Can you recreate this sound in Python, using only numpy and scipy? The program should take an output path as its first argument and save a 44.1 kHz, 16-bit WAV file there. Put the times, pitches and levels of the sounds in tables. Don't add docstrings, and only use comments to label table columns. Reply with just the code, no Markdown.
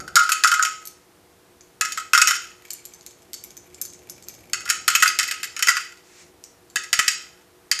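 import sys
import numpy as np
from scipy import signal
from scipy.fft import rfft, irfft
from scipy.io import wavfile
from scipy.ndimage import uniform_filter1d, minimum_filter1d

SR = 44100
rng = np.random.default_rng(int(sys.argv[2]) if len(sys.argv) > 2 else 0)


def transcribe(signal):
    frames = np.atleast_2d(signal).T
    limited = np.clip(frames, -1, 1)
    pcm = np.round(limited * 32767).astype(np.int16)
    wavfile.write(sys.argv[1], SR, pcm)


N = 343980
TIME_S = np.arange(N) / SR

# start_s, blow_db, boom_db (side wall above the blow)
HOPPER_BLOWS = [(0.002, -28.5, 1), (0.078, -28.5, 4.5), (0.156, -2, -9), (0.1641, -6.5, 10),
                (0.194, -12, 5.5), (0.2354, -23, 2.5), (0.292, -9.5, 0.5), (0.3189, -5.5, -3),
                (0.4372, -2, -6), (0.4461, -11, 14), (0.4744, -5.5, -10.5), (0.5162, -8.5, 5.5),
                (0.5404, -10.5, 0), (0.593, -23, 15), (0.625, -8.5, -5), (0.65, -10.5, -4.5),
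                (1.8107, -4, -5.5), (1.85, -15, -11), (1.9211, -17, -30.5), (1.9747, -16.5, 5),
                (1.999, -28.5, -11), (2.1336, -2, 1.5), (2.149, -7, -6), (2.1769, -5, 2), (2.2163, -1, -1),
                (2.2727, -4, -12.5), (2.2851, -7, -1.5), (2.3084, -7, -0.5), (2.3539, -16.5, -19),
                (4.5328, -10, -8), (4.6055, -28, -4), (4.6554, -23.5, 3.5), (4.677, -26.5, 7),
                (4.691, -14.5, -13.5), (4.7, -4, -9), (4.8794, 0.5, 0), (4.9024, -10.5, -13),
                (4.9514, -1.5, -7.5), (5.002, -15, -38), (5.024, -3.5, 2), (5.0304, -7.5, -2),
                (5.0582, -12, 12), (5.0774, -5.5, -21), (5.1884, -2, -12), (5.206, -15.5, -1),
                (5.2297, -13.5, -22), (5.278, -21, -25), (5.3115, -10.5, -13), (5.338, -31, -10),
                (5.4309, -14.5, -15.5), (5.443, -22, -35), (5.5648, -19.5, -6), (5.5923, -16, -6),
                (5.6248, -4.5, -11), (5.6574, -30, -8), (5.671, -10, 2.5), (5.685, -1.5, -3.5),
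                (5.701, -12.5, -30), (5.7681, -13, -0.5), (6.7582, -7, -14.5), (6.8368, -24.5, -19),
                (6.9296, -0.5, -13), (6.9908, -3.5, 2), (7.0797, -2.5, -25), (7.1153, -19, -41),
                (7.7142, -3, -30.5), (7.79, -14.5, -42.5)]
# start_s, clink_db, tinkle_db (above the clink)
HAND_CLINKS = [(0.854, -32, 6.5), (0.873, -28.5, -1), (1.6087, -38.5, -30), (2.6717, -49, -21),
               (2.7052, -19.5, -14), (2.733, -32, 2), (2.853, -30.5, -4.5), (2.937, -36.5, -11),
               (3.01, -40.5, -18), (3.0636, -27, -12), (3.109, -38, -19), (3.221, -42.5, -15),
               (3.3325, -24, -13), (3.3403, -26.5, -8), (3.4386, -29, -2.5), (3.5056, -37, -14),
               (3.5687, -32.5, -10), (3.7452, -31.5, -20), (3.8144, -16.5, 0), (3.8516, -29, -1),
               (3.9016, -39, -20), (3.935, -34.5, -24), (4.0974, -27.5, -6), (4.225, -35, -15),
               (4.24, -42, -18), (4.285, -27, -7.5), (4.341, -40.5, -7), (5.9732, -40.5, -21),
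               (6.4393, -28, -17), (6.7005, -41, -15)]
# start_s, level_db
BENCH_KNOCKS = [(0.152, -37.5), (1.81, -42), (5.682, -34.5), (6.761, -41), (6.989, -32)]
# time_s, level_db
FINGER_RUSTLE = [(2.62, -49), (3.3, -64), (3.9, -54), (4.5, -52.5)]
# pitch_hz, level_db, t60_s
HOPPER_MODES = [(1276, -5.5, 0.26), (1345, -3.5, .15), (1402, -0.5, 0.16), (1499, 0, 0.034),
                (1677, 1, 0.08), (1970, 5.5, 0.048), (2083, -4, 0.27), (2129, -3.5, .15), (2571, 4.5, 0.16),
                (3010, -6.5, 0.08), (3060, 3, 0.2), (3160, -25, 0.17), (3790, -17, 0.2), (4480, -9, .15),
                (4842, -3, 0.15), (5450, -4, .18), (5490, -3.5, 0.08), (5980, -15.5, 0.2),
                (6636, -4, 0.099), (6745, -1, 0.3), (7200, -3, 0.056), (7625, -5.5, 0.18),
                (8360, -18.5, 0.22), (9460, -2.5, 0.23), (10980, 0, .11), (11900, 1.5, 0.22),
                (12470, -7, .06)]
# pitch_hz, level_db, t60_s
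CASE_MODES = [(2317, 4.5, 0.033), (4530, -7.5, 0.03), (5340, -6.5, .035), (6230, -3, .05),
              (6780, -1.5, 0.042), (7270, -1, 0.052), (7870, -5.5, .05), (9060, -1.5, 0.043),
              (12000, -31, .04), (11630, 6, 0.11), (12170, 5.5, .03)]
BAND_EDGES_HZ = [1050, 1650, 3450, 8800, 14500]
# time_s, level_db
SLEEVE_LEVEL = [(6.04, -60), (6.21, -48.5), (6.32, -65)]
# (relative, per Hz)
CLOTH_SPECTRUM = [(590, -41), (1000, -14), (1970, 0.5), (3310, -8), (7210, -1), (9950, -17), (12000, -24),
                  (15600, -51), (22000, -120)]
# (relative, per Hz)
AIR_SPECTRUM = [(400, -12), (800, -1), (1500, -4.5), (3000, -9.5), (7000, -12), (14500, -15)]
# (relative, per Hz)
RUMBLE_SPECTRUM = [(15, -59), (25, -28), (65, -2), (330, -7), (360, 6), (387, -8.5), (800, -10.5),
                   (1040, -36), (1760, -120)]
# time_s, level_db
RUMBLE_LEVEL = [(0, -42), (.14, -51), (.25, -63), (1.5, -59.5), (2.6, -60.5), (3.5, -57), (4.4, -53.5),
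                (5, -55), (6.05, -64.5), (6.25, -57.5), (6.5, -60), (7.8, -62.5)]
# pitch_hz, level_db (before the lift and waver in room_tone)
HUM_TONES = [(177.6, -71), (301.5, -68.5), (360.7, -63), (409.1, -70), (479.1, -65), (662.1, -72)]
# freq_hz, t60_s
ROOM_DECAY = [(1000, 0.28), (3000, 0.43), (7000, 0.41), (13000, 0.1143)]
# freq_hz, level_db (relative to the centre)
SIDE_SPECTRUM = [(60, -25), (380, -34.5), (2360, -61), (14800, -39.5)]

AIR_DB = -58
PLATE_START_DB, PLATE_DB_PER_S, PLATE_DB_PER_BOOM_DB = -9.5, 0.8847, 0.14
TINKLE_START_DB, TINKLE_DB_PER_S, TINKLE_SPREAD_DB = -8.5, -0.71, 2
ROLL_DB, ROLL_S = -36.5, 0.085
WALL_START_DB, WALL_DB_PER_S, WALL_DB_PER_BOOM_DB, WALL_T60_S = -17.5, -1.57, 0.22, 0.5
THUD_DB, THUD_HZ, THUD_T60_S = -57.5, 709, 0.06
TICK_DB, TICK_S, TICK_HIGHPASS_HZ = -9, 0.00062, 3200
BODY_DB, BODY_LOW_DB, BODY_SPREAD_DB = -22, -36, 3
BAND_LIMIT_HZ = 14600


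def gain_of(db):
    return 10 ** (np.asarray(db) / 20)


def evened(x):
    return x / np.sqrt(np.mean(x ** 2) + 1e-20)


def read(points, hz):
    freq_hz, value = np.transpose(points)
    return np.interp(np.log(hz + 1), np.log(freq_hz + 1), value)


def curve(rows):
    time_s, level_db = np.transpose(rows)
    return gain_of(np.interp(TIME_S, time_s, level_db, -200, -200))


def coloured(x, points):
    weight = gain_of(read(points, np.fft.rfftfreq(N, 1 / SR)))
    return irfft(rfft(x) * weight, N)


def train(start_s, size):
    index = np.clip(np.round(start_s * SR).astype(int), 0, N - 1)
    return np.bincount(index, size, N)


def fading(x, tau_s):
    return signal.lfilter([1], [1, -np.exp(-1 / (tau_s * SR))], x)


def ring(push, hz, t60_s):
    radius = gain_of(-60 / (t60_s * SR))
    angle = 2 * np.pi * hz / SR
    return signal.lfilter([np.sin(angle)], [1, -2 * radius * np.cos(angle), radius * radius], push)


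def smooth_noise(width):
    return evened(uniform_filter1d(uniform_filter1d(rng.standard_normal(N), width), width))


def patter_sizes(rate_per_s, scale_db, cap):
    size = gain_of(scale_db * np.minimum(rng.exponential(1, N), cap))
    return size * (rng.random(N) < rate_per_s / SR)


def room_tone():
    air = gain_of(AIR_DB) * evened(coloured(rng.standard_normal(N), AIR_SPECTRUM))
    rumble = curve(RUMBLE_LEVEL) * evened(coloured(rng.standard_normal(N), RUMBLE_SPECTRUM))
    hum = np.zeros(N)
    for hz, db in HUM_TONES:
        waver = smooth_noise(1500)
        phase_rad = 2 * np.pi * hz * TIME_S + 1.06 * waver
        hum += gain_of(db + 2.0 + 0.5 * waver) * np.sin(phase_rad)
    return air + rumble + hum


def struck(start_s, band_db, modes, loose, spot_db, ring_db, buzz_db, buzz_t60_2khz_s,
           chatter_s, crack_db, crack_s):
    spot = rng.standard_normal((len(start_s), 2 * len(modes)))
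    rebound_s = start_s + .005 + .005 * rng.random(len(start_s))
    patter = [loose, loose, loose, loose * gain_of(-5.0)]
    out = np.zeros(N)
    for k, (hz, db, t60_s) in enumerate(modes):
        band = np.clip(np.searchsorted(BAND_EDGES_HZ, hz) - 1, 0, len(BAND_EDGES_HZ) - 2)
        size = gain_of(band_db[band] + spot_db * spot[:, k])
        noise = rng.standard_normal(N)

        free = gain_of(ring_db - 11.0 * np.log2(hz / 1300))
        flutter = 1 + 0.32 * evened(uniform_filter1d(noise, 300))
        blows = train(start_s, free * size * np.sign(spot[:, -k - 1]))
        push = blows + free.mean() * patter[band] * noise
        out += gain_of(db) * flutter * ring(push, hz, t60_s)

        touch = train(start_s, size) + 0.53 * train(rebound_s, size) + patter[band]
        chatter = fading(touch, chatter_s) * np.sign(noise) / np.sqrt(chatter_s * SR)
        buzz_t60_s = buzz_t60_2khz_s * (2000 / hz) ** 0.28
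        out += gain_of(db + buzz_db) * ring(chatter, hz, buzz_t60_s)

    for k, db in enumerate(band_db):
        sos = signal.butter(3, BAND_EDGES_HZ[k:k + 2], "bandpass", fs=SR, output="sos")
        noise = evened(signal.sosfilt(sos, rng.standard_normal(N)))
        size = gain_of(db)
        touch = train(start_s, size) + 0.08 * train(rebound_s, size) + patter[k]
        out += gain_of(crack_db[k]) * noise * fading(touch, crack_s)

    no_bass = signal.butter(8, 1150, "highpass", fs=SR, output="sos")
    return signal.sosfilt(no_bass, out)


def hopper():
    start_s, blow_db, boom_db = np.transpose(HOPPER_BLOWS)
    plate_db = PLATE_START_DB + PLATE_DB_PER_S * start_s + PLATE_DB_PER_BOOM_DB * boom_db
    spread_db = TINKLE_SPREAD_DB * rng.standard_normal(len(start_s))
    tinkle_db = TINKLE_START_DB + TINKLE_DB_PER_S * start_s + spread_db
    band_db = blow_db + [boom_db, plate_db, 0 * blow_db, tinkle_db]
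    rolling = fading(train(start_s, gain_of(blow_db)), ROLL_S)
    loose = gain_of(ROLL_DB) * patter_sizes(160, 1.76, 4) * rolling
    return struck(start_s, band_db, HOPPER_MODES, loose, spot_db=4.0, ring_db=-12.5 - 1.3 * start_s,
                  buzz_db=-6.5, buzz_t60_2khz_s=0.021, chatter_s=0.0034,
                  crack_db=[-26.5, -15, -13, -17.5], crack_s=0.0061)


def wall_and_vice():
    start_s, blow_db, boom_db = np.transpose(HOPPER_BLOWS)
    sign = rng.choice([-1., 1.], len(start_s))
    wall_db = WALL_START_DB + WALL_DB_PER_S * start_s + blow_db + WALL_DB_PER_BOOM_DB * boom_db
    wall = ring(train(start_s, sign * gain_of(wall_db)), HOPPER_MODES[0][0], WALL_T60_S)
    jolt = fading(train(start_s, gain_of(THUD_DB + blow_db)), .006) * rng.standard_normal(N)
    thud = ring(jolt, THUD_HZ, THUD_T60_S)
    tick = fading(train(start_s, gain_of(TICK_DB + blow_db)), TICK_S) * rng.standard_normal(N)
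    bright = signal.butter(2, TICK_HIGHPASS_HZ, "highpass", fs=SR, output="sos")
    return wall + thud + signal.sosfilt(bright, tick)


def workshop(x, count=3):
    out = np.zeros(N)
    slots = np.arange(200, SR // 2 - 20, 20)
    for k in range(count):
        taps = np.zeros(SR // 2)
        at = slots + rng.integers(0, 20, len(slots))
        taps[at] = rng.choice([-1., 1.], len(slots))
        hz, t_s, spectrum = signal.stft(taps, SR, nperseg=256)
        decay = gain_of(-60 * t_s / read(ROOM_DECAY, hz)[:, None])
        tail = signal.istft(spectrum * decay, SR, nperseg=256)[1]
        share = np.sqrt(2 / count) * np.cos(2 * np.pi * (23 * TIME_S + k / count))
        out += signal.fftconvolve(x * share, tail / np.linalg.norm(tail))[:N]
    return out


def bench():
    start_s, level_db = np.transpose(BENCH_KNOCKS)
    sos = signal.butter(2, [90, 900], "bandpass", fs=SR, output="sos")
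    noise = evened(signal.sosfilt(sos, rng.standard_normal(N)))
    return noise * fading(train(start_s, gain_of(level_db)), .008)


def handful():
    start_s, clink_db, tinkle_db = np.transpose(HAND_CLINKS)
    grip_db = BODY_SPREAD_DB * rng.standard_normal(len(start_s))
    band_db = clink_db + [BODY_LOW_DB + grip_db, BODY_DB + grip_db, 0 * clink_db, tinkle_db]
    loose = patter_sizes(70, 1.44, 3) * curve(FINGER_RUSTLE)
    return struck(start_s, band_db, CASE_MODES, loose, spot_db=3.5, ring_db=-26,
                  buzz_db=-1, buzz_t60_2khz_s=0.016, chatter_s=0.002,
                  crack_db=[-22, 2, -1.5, -6.5], crack_s=0.00073)


def sleeve():
    hiss = evened(coloured(rng.standard_normal(N), CLOTH_SPECTRUM))
    return uniform_filter1d(curve(SLEEVE_LEVEL), 900) * hiss


def scene():
    steel, hand = hopper(), handful()
    echoes = workshop(gain_of(-9) * steel + gain_of(-7.5) * hand)
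    mid = steel + hand + echoes + wall_and_vice() + bench() + sleeve() + room_tone()
    side = coloured(mid * smooth_noise(400), SIDE_SPECTRUM)
    return np.array([mid + side, mid - side])


def record(dry):
    power_db = 10 * np.log10(abs(uniform_filter1d((dry ** 2).mean(0), 200)) + 1e-12)
    fall_db = TIME_S * 60.
    held_db = np.maximum.accumulate(power_db + fall_db) - fall_db
    over_db = np.maximum(held_db + 17.0, 0)
    ducked = dry / gain_of(0.1 * uniform_filter1d(over_db, 300))
    lowpass = signal.firwin(255, BAND_LIMIT_HZ, window=("kaiser", 9), fs=SR)
    cut = signal.oaconvolve(ducked, lowpass[None], "same")
    peak = -minimum_filter1d(-abs(cut).max(0), 81)
    return cut / np.maximum(uniform_filter1d(peak, 41), 1)


dry = scene()
out = record(dry)
transcribe(out)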